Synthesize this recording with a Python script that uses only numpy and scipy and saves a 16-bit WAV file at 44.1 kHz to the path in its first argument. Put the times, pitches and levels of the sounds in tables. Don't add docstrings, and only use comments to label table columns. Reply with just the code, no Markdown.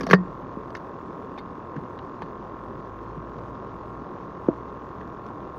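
import sys
import numpy as np
from scipy import signal
from scipy.fft import rfft, irfft
from scipy.io import wavfile
from scipy.ndimage import uniform_filter1d

SR = 44100
rng = np.random.default_rng(int(sys.argv[2]) if len(sys.argv) > 2 else 0)


def put_to_file(sound):
    columns = np.atleast_2d(sound).T
    safe = np.clip(columns, -1, 1)
    whole_steps = np.round(safe * 32767)
    wavfile.write(sys.argv[1], SR, whole_steps.astype(np.int16))


def magnitude_from_level(level_db):
    exponent = np.asarray(level_db, float) / 20
    return 10 ** exponent


N = 246078


def evened(x):
    return x / np.sqrt(np.mean(x ** 2) + 1e-20)


def read(points, hz):
    f, value = np.transpose(points)
    return np.interp(np.log(hz + 1), np.log(f + 1), value)


def add(mix, s, sound):
    part = mix[round(s * SR):][:len(sound)]
    part += sound[:len(part)]


def swing(t, hz, peak_db, t60, cycles):
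    build_up = (1 - np.exp(-t * hz / cycles)) ** 2
    return magnitude_from_level(peak_db - 60 * t / t60) * np.sin(2 * np.pi * hz * t) * build_up


# time in seconds, firing pitch in Hz, level in dB.
ENGINE = [(0, 53, -48), (.75, 50.2, -56), (1, 54.4, -67), (2, 52.2, -72), (2.3, 52.76, -52.5),
          (2.801, 52.4, -52), (3.049, 53.4, -46), (3.751, 56.2, -51.5), (3.95, 59.7, -48), (4.201, 59, -65),
          (4.5, 60.6, -50), (5.3, 61.5, -56), (5.6, 63, -55)]


def engine():
    s, *columns = np.transpose(ENGINE)
    hz, level_db = (np.interp(np.arange(N) / SR, s, column) for column in columns)
    angle = 2 * np.pi * np.cumsum(hz) / SR
    throb_db = 0.56 * evened(uniform_filter1d(rng.standard_normal(N), 3000))
    tones = np.sin(angle) + 0.74 * np.sin(2 * angle)
    return np.sqrt(2) * magnitude_from_level(level_db + throb_db) * tones


# frequency in Hz, density in dB per Hz.
RIVER = [(20, -20), (40, -16), (100, -2.5), (380, -1.5), (550, -6), (700, -10), (1100, -11), (1450, -22),
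         (2300, -34), (2700, -34.5), (3200, -40), (6500, -47.5), (7500, -53.5), (11000, -55),
         (13000, -53.5), (15500, -53)]


def river():
    frames, hz = N // 256 + 5, np.fft.rfftfreq(1024, 1 / SR)
    real, imaginary, patches = rng.standard_normal((frames, 513, 3)).T
    patches = evened(uniform_filter1d(uniform_filter1d(patches, 8, 0), 12, 1))
    patchy_db = np.where(hz > 6900, .7, 1.2)[:, None]
    treble = (np.clip(hz / 3000, 0, 1) * (hz < 7000))[:, None]
    flicker = evened(uniform_filter1d(rng.standard_normal(frames), 4)) * treble
    level_db = read(RIVER, hz)[:, None] + patchy_db * patches + 0.97 * flicker
    z = (real + 1j * imaginary) * magnitude_from_level(level_db)
    return magnitude_from_level(-39) * evened(signal.istft(z, nperseg=1024, noverlap=768)[1][:N])


# start in seconds, strength in dB, pitch in Hz, t60 in seconds.
THUMPS = [(0.00067, -26, 270, 0.19), (0.037, -18.5, 253, 0.05), (0.073, -30.5, 250, 0.32),
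          (3.17, -24.5, 165, 0.075), (.0675, -21, 667, 0.044), (.088, -21, 560, 0.033),
          (2.2195, -23.5, 940, 0.024), (1.3775, -27.5, 810, 0.029), (4.492, -26, 650, 0.1),
          (.5705, -8, 262, .013), (1.761, -23, 310, .04), (1.7636, -13, 135, .035),
          (1.7776, -12, 155, .022), (.136, -26, 1850, .14), (4.4844, -13, 497, .04),
          (4.4862, 11, 307, .008), (4.4867, -14, 353, .056), (4.4948, -25, 294, .15),
          (4.4857, -26.5, 1300, 0.019), (4.4866, -26, 860, 0.021)]


def thumps():
    out = np.zeros(N)
    t = np.arange(SR // 4) / SR
    for s, peak_db, hz, t60 in THUMPS:
        add(out, s, swing(t, hz, peak_db, t60, .3))
    return out


# pitch in Hz, level in dB.
PARTS = [(1820, -3), (2110, 7.5), (2400, -3.5), (2850, 3.5), (3200, -0.5), (3640, -2), (3850, -5.5),
         (4300, 1.5), (4680, 1.5), (5100, -4), (5500, 2), (6050, 2)]


def part_ring(peak_db, t60, main_hz, second_hz, noise):
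    reach_db, second_db = 56, -5
    t = np.arange(noise.shape[1]) / SR
    rattle = 1.1 + .6 * evened(uniform_filter1d(uniform_filter1d(noise, 70), 70))
    out = 0
    for (hz, db), rough in zip(PARTS, rattle):
        near_main = -reach_db * abs(np.log2(hz / main_hz))
        near_second = second_db - reach_db * abs(np.log2(hz / second_hz))
        out = out + swing(t, hz, peak_db + db + max(near_main, near_second), t60, 0.58) * rough
    return out


# start in seconds, peak in dB, t60 in seconds,
# main struck pitch in Hz, second struck pitch in Hz.
RINGS = [(.008, -39, .05, 2400, 5100), (.032, -47, 0.081, 3850, 4680), (.0666, -44.5, .04, 5500, 6050),
         (.072, -54, .09, 4300, 4680), (.09, -41.5, .04, 3640, 5100), (.099, -36, 0.052, 2400, 4300),
         (.1096, -28, 0.03, 2110, 2800), (.113, -34, 0.065, 4300, 5500), (.1316, -27.5, 0.021, 3180, 2110),
         (.142, -40, 0.063, 4680, 3850), (.7045, -57, .02, 3200, 4680), (.7507, -34.5, .025, 1820, 2800),
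         (.7506, -44, .027, 5100, 6050), (.756, -54, 0.076, 3850, 4680), (.768, -54, .03, 2800, 6050),
         (1.377, -44, .03, 2400, 3640), (1.384, -45.5, 0.058, 3640, 2110), (1.39, -49.5, 0.042, 2110, 4300),
         (1.763, -55, 0.042, 1820, 3200), (1.9888, -45, 0.023, 2920, 3850),
         (2.2198, -45.5, 0.033, 3200, 2110), (2.226, -52, .04, 3870, 2400), (3.385, -54, .036, 2400, 3640),
         (5.2634, -57.5, 0.023, 5500, 3200)]


def part_rings():
    out = np.zeros(N)
    for s, *row in RINGS:
        add(out, s, part_ring(*row, rng.standard_normal((len(PARTS), 4096))))
    return out


# frequency in Hz, level in dB.
CRACK = [(450, -12), (780, -6), (1200, -7.5), (1700, 4.5), (2400, -16), (3200, -18.5), (4500, -26),
         (6300, -29.5), (7500, -54), (8200, -77), (9300, -40), (10300, -59), (11500, -43.5), (15500, -66.5)]
# pitch in Hz, level in dB, t60 in seconds.
JUG = [(183.7, -2, 0.26), (172.2, -9.5, 0.25), (154, -16, 0.039), (410, 2.5, 0.061), (463.5, 3, 0.049),
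       (1136, 3.5, 0.034), (1679, -2, 0.031), (1836, -20, .1)]


def tap(crack_db, bright_db, t60, ring_db):
    noise = rng.standard_normal(8192)
    t, hz = np.arange(len(noise)) / SR, np.fft.rfftfreq(len(noise), 1 / SR)
    tilt_db = bright_db * np.log2(np.clip(hz, 300, 7000) / 1500)
    colour = magnitude_from_level(read(CRACK, hz) + tilt_db)
    hold = 0.049 * t60
    shape = np.clip(t / 0.0002, 0, 1) * magnitude_from_level(-60 * np.maximum(t - hold, 0) / t60)
    crack = magnitude_from_level(crack_db) * evened(irfft(rfft(noise) * colour)) * shape
    t = np.arange(SR // 2) / SR
    wall = sum(swing(t, f, ring_db + db, decay, 0.39) for f, db, decay in JUG)
    add(wall, 0, crack)
    return wall


# start in seconds, crack level in dB, brightness in dB per octave,
# crack t60 in seconds, jug ring level in dB.
TAPS = [(.0005, -45, 2, 0.05, -55), (.008, -39.5, 10, 0.042, -27.5), (0.0327, -36, 6, .04, -32.5),
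        (.067, -33, 6, 0.037, -29.5), (.089, -50, 8, 0.028, -37.5), (.099, -38.5, 9.5, .05, -24.5),
        (0.11, -20, 6, 0.043, -17), (.119, -40, 13, 0.052, -44), (0.132, -6.5, -4, 0.048, -7),
        (.139, -38.5, 12, 0.037, -46), (0.7043, -45.5, 5.5, 0.017, -66), (0.751, -30.5, -1, 0.036, -65),
        (.768, -47, 8.5, .03, -52), (1.378, -46, 0, .03, -46), (1.384, -47, 6, .03, -49),
        (1.763, -41, -1, .04, -44.5), (1.989, -42.5, 0.5, 0.016, -72), (2.2197, -35, 0.5, 0.026, -34),
        (3.382, -56, 8, 0.044, -62), (5.012, -41, -3.5, 0.028, -52), (5.074, -60.5, 13.5, 0.027, -60),
        (5.2653, -49.5, 6, .025, -72)]


def taps():
    out = np.zeros(N)
    for s, *row in TAPS:
        add(out, s, tap(*row))
    return out


def hands():
    touches = taps() + part_rings() + thumps()
    return signal.sosfilt(signal.butter(6, 125, "high", fs=SR, output="sos"), touches)


def ring(hz, width, db, size=1600):
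    t = np.arange(size) / SR
    swell = magnitude_from_level(db) * (np.pi * width) ** 2 / 42.6 * t
    return swell * np.exp(-np.pi * width * t) * np.sin(2 * np.pi * hz * t)


def knocks(turns, place, uneven_db, late):
    count = int(turns[-1])
    chance = rng.standard_normal((count, 2))
    when = np.arange(count) + place + late * chance[:, 0]
    at = np.interp(when, turns, np.arange(N - 1.))
    whole, size, out = at.astype(int), magnitude_from_level(uneven_db * chance[:, 1]), np.zeros(N)
    out[whole] = size * (1 - at + whole)
    out[whole + 1] = size * (at - whole)
    return out


STROKES = [
    (.6893, 1.0),
    (1.0073, 1.1),
    (.1605, -.17),
    (.5928, -.34),
]
# pitch in Hz, width in Hz, level in dB, direction of first swing.
CASING = [(1029, 200, -51.7, -1), (1151, 76, -59.2, 1), (1257, 159, -57.7, 1), (1375, 70, -56, 1)]


def casing_knocks(turns):
    blows = sum(push * knocks(turns, place, .8, .0006) for place, push in STROKES)
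    casing = sum(way * ring(hz, width, db) for hz, width, db, way in CASING)
    return magnitude_from_level(0.1) * signal.oaconvolve(blows, casing)


# pitch in Hz, width in Hz, level in dB.
VALVE = [(380, 160, -55), (1545, 100, -64), (1700, 350, -71), (2700, 800, -83), (4500, 1200, -104),
         (3500, 60, -87), (3350, 600, -82.5)]
# pitch in Hz, width in Hz, level in dB.
REED = (2150, 450, -81)


def valve_ticks(turns):
    flap = knocks(turns, .99, 1.5, .0015)
    chatter = knocks(turns, .21, 3, .008) + .6 * knocks(turns, .43, 3, .008)
    valve = [ring(*mode) for mode in VALVE]
    ticks = signal.oaconvolve(flap, sum(valve)) + signal.oaconvolve(chatter, valve[2])
    return ticks + signal.oaconvolve(knocks(turns, .11, 3, .006), ring(*REED))


# time in seconds, turns per second.
SPEED = [(0.07, 42.85), (0.21, 42.58), (0.49, 42.66), (0.63, 42.28), (1.19, 42.5), (1.47, 42.3),
         (1.89, 42.55), (2.03, 42.37), (2.87, 42.65), (3.01, 42.46), (3.99, 42.86), (4.13, 42.51),
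         (4.69, 42.52), (4.97, 42.78), (5.25, 42.82), (5.45, 42.53)]


def pump():
    turns = np.cumsum(np.interp(np.arange(N - 1) / SR, *np.transpose(SPEED))) / SR
    return (casing_knocks(turns) + valve_ticks(turns))[:N]


def scene():
    return (engine() + river() + hands() + pump())[None]


def limited(x):
    bent = np.sign(x) * (.7 + .29 * np.tanh((abs(x) - .7) / .29))
    return np.where(abs(x) > .7, bent, x)


def gated(x, from_hz, floor_db):
    hz, _, z = signal.stft(x, SR, "cosine", nperseg=2048, noverlap=1024)
    chance = rng.standard_normal((34, z.shape[1]))
    wander_db = (.7 * chance[1:] + .8 * chance[0]).repeat(32, 0)[:len(hz)]
    limit = magnitude_from_level(floor_db + wander_db)
    rounded = np.maximum(1.9 * limit / (abs(z) + 1e-12), 1) * (abs(z) > limit)
    keep = np.where(hz[:, None] < from_hz, 1, rounded)
    return signal.istft(z * keep, SR, "cosine", nperseg=2048, noverlap=1024)[1][:len(x)]


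def top_cut(x):
    return signal.sosfilt(signal.butter(12, 15760, fs=SR, output="sos"), x)


def record(dry):
    padded = np.pad(limited(dry)[0], (42, 0))
    sparse = gated(padded, 7000, -101.2)[None, 42:]
    return top_cut(sparse)


dry = scene()
out = record(dry)
put_to_file(out)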